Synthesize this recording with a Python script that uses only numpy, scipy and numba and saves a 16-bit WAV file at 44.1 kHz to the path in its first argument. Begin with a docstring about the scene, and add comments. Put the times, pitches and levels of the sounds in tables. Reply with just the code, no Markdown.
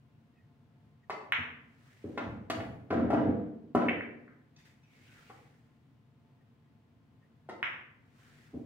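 """Two soft shots on a pool table in a carpeted hall, heard from beyond the foot rail over a low ventilation hum.
The cue slides squeaking over the bridge hand, taps the white, and balls clack by brief elastic contact.
One drops in a pocket, knocks and rumbles down the wooden return and meets the balls in the tray.
Clothes rustle as filtered noise, the cue ticks in the hand and a sleeve whistles over the felt.
A second tap and clack follow, with a last rustle, roll and knock; a decaying noise tail forms the hall."""
import sys
import numpy as np
from scipy import signal
from scipy.fft import rfft, irfft
from scipy.io import wavfile
from scipy.ndimage import uniform_filter1d
from numba import njit

SR = 44100
rng = np.random.default_rng(int(sys.argv[2]) if len(sys.argv) > 2 else 0)


def dump(signal):
    """Clip the signal to [-1, 1] and save it as 16-bit WAV at the path in sys.argv[1]."""
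    limited = np.clip(np.atleast_2d(signal).T, -1, 1)
    pcm = np.round(limited * 32767).astype(np.int16)
    wavfile.write(sys.argv[1], SR, pcm)


N = 381465

# Ventilation spectrum. Each row: frequency in Hz, relative level in dB per Hz.
AIR_SPECTRUM = [(20, -52), (45, -29), (65, -12.5), (115, 1), (157, 1), (182, -13.5), (229, -2), (320, -15),
                (420, -19.5), (750, -24.5), (1400, -27.5), (3000, -33.5), (6000, -45), (15000, -55)]
# Fan whistles. Each row: frequency in Hz, width in Hz, rms level in dB.
FAN_WHISTLES = [(454.3, 12, -89), (698, 7.9, -88), (877, 7.5, -91), (1032, 16, -92.5)]
# Likeness of left and right in diffuse sound. Each row: frequency in Hz, likeness from 0 to 1.
LIKENESS = [(60, 0.89), (190, 0.96), (330, 0.67), (590, 0.46), (1040, 0.0773), (3000, 0.11)]
# Cue sliding over the bridge hand. Each row: time a quarter of the way through in seconds, peak in dB,
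# pitch in Hz, length in seconds.
CUE_SLIDES = [(0.356, -68, 1890, 0.17), (0.358, -71.5, 2520, 0.072), (1.026, -65.5, 1880, 0.05),
              (6.402, -69.5, 1860, 0.062), (6.639, -76.5, 1910, 0.11), (7.225, -66.5, 1846, 0.071)]
# Cue tip on the white ball. Each row: start in seconds, peak in dB, contact in ms, left minus right in dB,
# rattle peak in dB.
TIP_HITS = [(1.097, -24.5, 0.99, 0.5, -41), (7.489, -31.5, 1.55, 1, -47.5)]
# Modes of the cue shaft. Each row: frequency in Hz, relative level in dB, 60 dB decay time in seconds.
SHAFT_MODES = [(205, -4.5, 0.092), (400.5, 6.5, 0.015), (579, -5, 0.01615), (777, 3, 0.0044),
               (1030, -4.5, 0.022), (1270, -8, 0.036), (1510, -18.5, 0.026), (1833, -10.5, 0.06),
               (2048, -10, 0.069), (2647, -16.5, 0.049), (3100, -28, 0.027), (4480, -7.5, 0.12)]
# Decay of the hall. Each row: frequency in Hz, 60 dB decay time in seconds.
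HALL_DECAY = [(100, 0.3), (260, 1), (700, 0.7148), (1800, 0.5529), (3500, 0.62), (6000, 0.16),
              (12000, 0.88)]
# Strength of the hall. Each row: frequency in Hz, gain in dB.
HALL_STRENGTH = [(100, 0), (300, 0), (1000, 0), (3000, 0), (6000, -1), (10000, -4), (15000, -8)]
# First echoes. Each row: delay in ms, left gain in dB, right gain in dB.
FIRST_ECHOES = [(2.742, -0.5, -8.5), (7.715, -7.5, -12), (10.83, -6.5, -6.5), (21.4, -16.5, -16),
                (29.2, -19, -16.5), (33.4, -22.5, -14.5)]
# Ball against ball. Each row: mid-contact in seconds, peak in dB, closing speed in m/s, left minus right in dB,
# hall send relative to the peak in dB, place (0 on the table, 1 in the tray).
BALL_CLACKS = [(1.3231, -9.6, 1.25, -.8, -2.2, 0), (3.8852, -18, .5, -1, -4, 1),
               (3.8875, -19, .9, 1, -6, 1), (3.8942, -17, .8, 0, -7, 1), (3.8968, -22, .8, 0, -7, 1),
               (4.009, -25, .2, 0, -7, 1), (4.2795, -46, .1, 0, -3, 1), (4.324, -54, .08, 0, -3, 1),
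               (7.6291, -14.6, .85, -.5, -1.2, 0)]
# How well a pair of balls turns contact force into sound. Each row: frequency in Hz, gain in dB.
BALL_RADIATION = [(200, -50), (500, -26.5), (1000, -8.5), (2000, 6), (3000, 3), (3900, -4), (5000, -7.5),
                  (7000, -10.5), (10000, -9), (15000, -0.5)]
# Ball or hand against cushion or wood. Each row: start in seconds, peak in dB, contact in ms, crack peak in dB,
# crack centre in Hz, snap peak in dB.
WOOD_KNOCKS = [(1.385, -38.5, 4.65, -73, 500, -99), (2.041, -31, 2.62, -58, 890, -95),
               (2.175, -25, 0.56, -29, 1360, -66), (2.499, -24.5, 1.05, -25.5, 1510, -37.5),
               (2.601, -33, 1.3, -37, 1500, -76), (2.904, -25, 1, -33, 1370, -89.5),
               (2.926, -18.5, 0.81, -47.5, 2310, -54.5), (2.977, -24.5, 1.9, -47, 990, -94),
               (3.102, -18.5, 0.74, -35.5, 1280, -52.5), (3.13, -19.5, 1.3, -44.5, 1810, -50.5),
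               (3.749, -13.5, 0.81, -26.5, 810, -43), (3.816, -27.5, 1.54, -25, 694, -83),
               (5.297, -47.5, 1.4, -42, 895, -64), (8.543, -37, 2.82, -63, 700, -93)]
# Modes of the table cabinet. Each row: frequency in Hz, relative level in dB, 60 dB decay time in seconds.
CABINET_MODES = [(86.4, -0.5, 0.25), (128.8, -8.5, 0.42), (168.3, 0.5, 0.053), (230.7, -1.5, 0.1),
                 (256.5, -2, 0.079), (287.7, -1, 0.084), (318.8, -12.5, 0.44), (356, -5, 0.059),
                 (408, -3.5, 0.066), (449.6, -7, 0.14), (532, -9, 0.078), (588, -5.5, 0.059),
                 (676, -1, 0.055), (810, -1, 0.025), (989, -6, 0.058), (1336, -16, 0.26)]
# Movements of clothes and sleeve. Each row: start in seconds, rise in seconds, hold in seconds, fall in seconds,
# hiss level in dB, fold resonance in Hz before its drift.
CLOTH_MOVES = [(1.44, 0.43, 0.36, .4, -70.5, 1610), (4.539, 0.057, 0.0092, .12, -68.5, 2200),
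               (4.638, .015, 0.009, 0.3, -67.5, 1970), (4.797, .15, 0.13, 0.18, -71.5, 2160),
               (4.95, 0.19, 0.17, 0.66, -66.5, 1884), (7.926, 0.29, 0.21, 0.72, -68.5, 1620)]
# Fabric hiss spectrum. Each row: frequency in Hz, relative level in dB per Hz.
CLOTH_SPECTRUM = [(500, 6), (1000, -1.5), (2000, 7), (4000, -1.5), (8000, -6.5), (15000, -20.5)]
# Ball rolling along stretches of track. Each row: start in seconds, length in seconds, drumming level in dB,
# deep rumble level in dB, grit level in dB.
TRACK_ROLLS = [(2.04, 0.032, -45.5, -63, -90), (2.173, 0.082, -46, -47, -47), (2.506, 0.094, -47, -48, -51),
               (2.901, 0.16, -35, -49.5, -42), (3.108, 0.17, -31, -48.5, -42),
               (3.754, 0.11, -39.5, -54.5, -42), (8.515, 0.066, -50, -58, -90)]
# Light ticks as the cue is taken in hand. Each row: start in seconds, peak in dB.
CUE_TICKS = [(4.562, -55.5), (4.589, -65), (4.653, -62), (4.834, -68), (4.963, -67)]
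# Modes of a tick. Each row: frequency in Hz, relative level in dB, 60 dB decay time in seconds.
TICK_MODES = [(1940, -7, 0.048), (2576, -2, 0.083), (3560, 6, 0.033), (4840, 9, .05), (5800, 0.5, 0.046),
              (6730, -4.5, 0.055), (7600, -12.5, .05)]
# Sleeve sweeping the felt. Each row: start in seconds, length in seconds, level in dB, first pitch in Hz.
SLEEVE_SWEEPS = [(4.806, 0.074, -76, 2540), (5.044, 0.12, -72, 1630)]
# Treble lift of the microphone. Each row: frequency in Hz, gain in dB.
TREBLE_LIFT = [(9000, 0), (12000, 1), (15500, 7.5)]

AIR_DB = -62.5
SWELL_DB = 30  # rises start this far below the top; rise and fall times cover this range
SHAFT_LAG_S, SHAFT_DB = .006, 13.5  # shaft slaps the bridge hand after the tip lands; level re rattle
HALL_DB = 9  # gain of the tail
OPEN_RISE_S, TRAY_RISE_S = 0.0063, 0.0031  # the open table fills the hall slowly, the cabinet sooner
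TRAY_RING_HZ = 900  # bandwidth of the ring of packed balls
GRATE_DB, GRATE_DB_PER_M_S = -31, 29  # grating re the clack at 1 m/s; faster balls grate more
KNOCK_PAN_DB = 0.5  # left minus right
FOLD_DB, FOLD_WANDER, FOLD_TURN_S = -2.5, 0.22, .06  # level re hiss; log-pitch drift (std), time between turns
BUMPS_PER_S, BUMP_CAP = 1100, .02  # mean rate; the cap limits the largest bumps
DRUM_RISE_S, DRUM_FALL_S = 0.026, 0.042
DEEP_RISE_S, DEEP_FALL_S = 0.072, 0.36
GRIT_RISE_S, GRIT_FALL_S = .005, 0.15  # bites at once, dies away as the ball settles; fall adds the length
TICK_SCATTER_DB = 3
SWEEP_RISE_S, SWEEP_FALL_S, SWEEP_SAG = 0.024, 0.16, 0.9  # sag: falling rate of log pitch, per s
PORT_LAG = 4  # samples by which the left port hears the table later
TOP_HZ = 15760


def undb(db):
    """Decibel law: amplitude grows tenfold every 20 dB."""
    return 10 ** (np.asarray(db) / 20)


def along(table, hz):
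    """Interpolation of (Hz, value) points on a logarithmic frequency axis."""
    points = np.array(table)
    return np.interp(np.log(hz + 1), np.log(points[:, 0]), points[:, 1])


def colour(x, table):
    """Spectral shaping: each Fourier component is scaled by (Hz, dB) points."""
    size = x.shape[-1]
    gain = undb(along(table, np.fft.rfftfreq(size, 1 / SR)))
    return irfft(rfft(x) * gain, size)


def unit(x):
    """Normalisation to a root-mean-square of 1."""
    return x / np.sqrt(np.mean(x ** 2))


def wide(size):
    """Diffuse-field coherence: two noises alike in the bass and nearly unrelated in the treble."""
    alike = np.clip(along(LIKENESS, np.fft.rfftfreq(size, 1 / SR)), 0, 1)
    shares = np.sqrt([(1 + alike) / 2, (1 - alike) / 2])
    mid, side = rfft(rng.standard_normal((2, size))) * shares
    return irfft(np.array([mid + side, mid - side]), size)


@njit
def svf(x, hz, width):
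    """State-variable resonance: a band-pass with a moving centre and gain 1 there."""
    y, b, l = np.empty(len(x)), 0., 0.
    for i in range(len(x)):
        g, k = np.tan(np.pi * hz[i] / SR), width / hz[i]
        v = (b + g * (x[i] - l)) / (1 + g * (g + k))
        b, l, y[i] = 2 * v - b, l + 2 * g * v, k * v
    return y


def band(x, hz, width):
    """Fixed resonance: a band-pass of constant centre and width in Hz."""
    return svf(x, np.full(len(x), 1. * hz), 1. * width)


def push(ms, size):
    """Elastic contact: a half-sine to the power 1.5 gives the force over ms."""
    phase = np.clip(np.arange(size) / SR * 1000 / ms, 0, 1)
    return np.sin(np.pi * phase) ** 1.5


def burst(rise_s, t60):
    """Exponential transient: a short puff of noise that builds and decays."""
    t = np.arange(SR // 8) / SR
    return rng.standard_normal(len(t)) * (1 - np.exp(-t / rise_s)) * 1000 ** (-t / t60)


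def swell(s, rise, hold, fall, db):
    """Logarithmic envelope: silent before s, then climbs to db, holds and falls in straight dB lines."""
    t = np.arange(N) / SR - s
    climb = np.minimum(t / rise - 1, 0)
    descent = (rise + hold - t) / fall
    return (t > 0) * undb(db + SWELL_DB * np.minimum(climb, descent))


def ring(force, modes, scatter_db=0.):
    """Modal superposition: a force drives decaying sines, weighted anew on each call as by a new spot."""
    t = np.arange(SR // 2) / SR
    spot = undb(scatter_db * rng.standard_normal(len(modes))) * rng.choice([-1, 1], len(modes))
    body = np.zeros(len(t))
    for weight, (hz, db, t60) in zip(spot, modes):
        body += weight * undb(db) * np.sin(2 * np.pi * hz * t) * 1000 ** (-t / t60)
    return signal.fftconvolve(force, body)[:len(force)]


def add(out, sound, s, db, pan_db):
    """Linear superposition: a sound joins at s, peaking at db, with its level split left to right."""
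    i = int(s * SR)
    n = min(len(sound), N - i)
    sides_db = np.array([[pan_db], [-pan_db]]) / 2
    out[:, i:i + n] += sound[:n] / np.abs(sound).max() * undb(db + sides_db)


def air():
    """Broadband flow noise: a low ventilation hum drifts slowly in level, with narrow-band whistles."""
    noise = wide(N)
    steps = rng.standard_normal(N // 4000 + 1).repeat(4000)[:N]
    drift_db = 0.51 * uniform_filter1d(steps, size=4000)
    out = unit(colour(noise, AIR_SPECTRUM)) * undb(AIR_DB + drift_db + np.array([[.6], [-.6]]))
    for hz, width, db in FAN_WHISTLES:
        out += undb(db) * unit(band(noise[0] + noise[1], hz, width))
    return out


def slides():
    """Friction: the cue squeaks faintly over the bridge hand as narrow-band noise."""
    out = np.zeros((2, N))
    for s, db, hz, length in CUE_SLIDES:
        n = int(length * SR)
        squeak = band(rng.standard_normal(n), hz, 49) * np.hanning(n)
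        add(out, squeak, s - length / 4, db, 0)
    return out


def cue():
    """Impact excitation: the leather tip thuds; the shaft rings and chatters over the bridge hand."""
    out = np.zeros((2, N))
    for s, db, ms, pan_db, rattle_db in TIP_HITS:
        jolt = band(band(np.diff(push(ms, size=SR // 8)), 600, 1200), 500, 1500)
        add(out, band(np.gradient(jolt), 600, 1600), s, db, pan_db)
        slap = np.diff(push(.42 * ms, size=SR // 2))
        add(out, ring(slap, SHAFT_MODES, 2.), s + SHAFT_LAG_S, rattle_db + SHAFT_DB, pan_db)
        rattle = band(band(burst(0.0053, 0.065), 1300, 3000), 1800, 2800)
        add(out, rattle, s, rattle_db, pan_db)
    return out


def hall(x, rise_s):
    """Reverberation: first echoes off table and walls, and a tail that swells in and dies band by band."""
    t = np.arange(SR) / SR
    noise, tail = rfft(wide(SR)), np.zeros((2, SR))
    octave = np.log2(np.fft.rfftfreq(SR, 1 / SR) + 1)
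    for k in np.arange(5., 15.):  # overlapping octave bands centred near 2 ** k Hz
        part = irfft(noise * np.clip(1 - np.abs(octave - k), 0, 1), SR)
        tail += part * 1000 ** (-t / along(HALL_DECAY, 2 ** k))
    tail = tail * (1 - np.exp(-t / rise_s)) * undb(HALL_DB) / np.sqrt(SR / 20)
    for ms, *db in FIRST_ECHOES:
        tail[:, int(ms * SR / 1000)] += undb(db)
    return signal.fftconvolve(x, colour(tail, HALL_STRENGTH), axes=1)[:, :N]


def clacks():
    """Elastic collision: hard balls shove the air apart within a ms; returns direct and hall-bound shares."""
    near, far = np.zeros((2, N)), np.zeros((2, 2, N))
    for s, db, speed, pan_db, hall_db, place in BALL_CLACKS:
        ms = .385 * speed ** -.2  # faster balls part sooner
        force = np.roll(push(ms, size=512), 256 - int(ms * SR / 2000))  # contact centred in the window
        pop, start = -colour(force, BALL_RADIATION), s - 256 / SR
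        if place:  # balls packed in the tray pass the blow on and ring for a few cycles
            pop = band(pop, 1000 / ms, TRAY_RING_HZ)
        add(far[int(round(place))], pop, start, db + hall_db, 0)
        add(near, pop, start, db, pan_db)
        grate = np.diff(rng.standard_normal(12))  # the surfaces grate as they touch
        add(near, grate, s, db + GRATE_DB + GRATE_DB_PER_M_S * (speed - 1), pan_db)
    return near, far


def knocks():
    """Forced vibration: each blow rings the cabinet, with a short crack of the boards and a bright snap."""
    out = np.zeros((2, N))
    for s, db, ms, crack_db, crack_hz, snap_db in WOOD_KNOCKS:
        blow = band(np.diff(push(ms, size=SR // 2)), 500, 1900)
        add(out, ring(blow, CABINET_MODES, 5.25), s, db, KNOCK_PAN_DB)
        crack = burst(0.0024, 0.057)
        for widening in (1.2, 1.4, 1.9):
            crack = band(crack, crack_hz, widening * crack_hz)
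        add(out, crack, s, crack_db, KNOCK_PAN_DB)
        snap = band(band(burst(0.0014, 0.073), 3600, 5000), 4200, 8500)
        add(out, snap, s, snap_db, KNOCK_PAN_DB)
    return out


def rustle():
    """Random fibre friction: flickering fabric hiss with a drifting fold resonance."""
    gains = np.array([swell(*move[:5]) for move in CLOTH_MOVES])
    turns = rng.standard_normal(1000)
    wander = np.interp(np.arange(N) / SR / FOLD_TURN_S, np.arange(len(turns)), turns)
    loudest = gains.argmax(axis=0)  # the strongest movement sets the resonance
    fold_hz = np.array(CLOTH_MOVES)[loudest, -1] * np.exp(FOLD_WANDER * wander)
    flicker_db = 0.94 * rng.standard_normal(N // 200 + 1).repeat(200)[:N]
    fibres = wide(N) * undb(flicker_db)
    folds = np.array([svf(side, fold_hz, 570.0) for side in fibres])
    hiss = unit(colour(fibres, CLOTH_SPECTRUM))
    return gains.sum(axis=0) * (hiss + undb(FOLD_DB) * unit(folds))


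def roll():
    """Rolling excitation: small random bumps of the track drum the cabinet, shake the frame and grate."""
    chance = rng.random((3, N))
    heights = (2 * chance[1] - 1) * undb(-2.5 * np.log(chance[2] + BUMP_CAP))
    bumps = (chance[0] < BUMPS_PER_S / SR) * heights
    drum = unit(ring(band(band(bumps, 266.5, 280), 255, 540), CABINET_MODES))
    deep = unit(band(band(band(bumps, 120, 120), 83, 130), 100, 160))
    grit = unit(band(band(band(bumps, 1100, 1100), 1300, 1500), 1200, 1500))
    out = np.zeros(N)
    for s, length, drum_db, deep_db, grit_db in TRACK_ROLLS:
        out += drum * swell(s, DRUM_RISE_S, length, DRUM_FALL_S, drum_db)
        out += deep * swell(s, DEEP_RISE_S, length, DEEP_FALL_S, deep_db)
        out += grit * swell(s, GRIT_RISE_S, 0, GRIT_FALL_S + length, grit_db)
    return out


def ticks():
    """Modal response: the cue ticks against the hand, short noise bursts ringing its modes."""
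    out = np.zeros((2, N))
    for s, db in CUE_TICKS:
        add(out, ring(burst(.001, 0.011), TICK_MODES, TICK_SCATTER_DB), s, db, 0)
    return out


def sweeps():
    """Resonant air noise: a sleeve sweeping the felt whistles with falling pitch."""
    out, t = np.zeros((2, N)), np.arange(N) / SR
    hiss = wide(N)
    for s, length, db, hz in SLEEVE_SWEEPS:
        pitch_hz = hz * np.exp(-SWEEP_SAG * np.clip(t - s, 0, 1))
        whistle = np.array([svf(side, pitch_hz, 110.0) for side in hiss])
        out += swell(s, SWEEP_RISE_S, length, SWEEP_FALL_S, db) * unit(whistle)
    return out


def scene():
    """Direct and reverberant fields: table sounds arrive both ways; slides, clothes and air directly."""
    near, (far, tray) = clacks()
    taps = cue() + ticks() + sweeps()
    wood = knocks() + roll()
    open_hall = hall(far + undb(-3.5) * taps, OPEN_RISE_S)
    tray_hall = hall(tray + undb(-6) * wood, TRAY_RISE_S)
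    table = near + taps + wood + open_hall + tray_hall
    table[0] = np.roll(table[0], PORT_LAG)
    return table + rustle() + slides() + air()


def record(dry):
    """Linear filtering: the microphone lifts the highest treble and a steep low-pass cuts the top."""
    lifted = colour(dry, TREBLE_LIFT)
    low_pass = signal.ellip(10, .2, 70, TOP_HZ, fs=SR, output="sos")
    return signal.sosfilt(low_pass, lifted)


dry = scene()
out = record(dry)
dump(out)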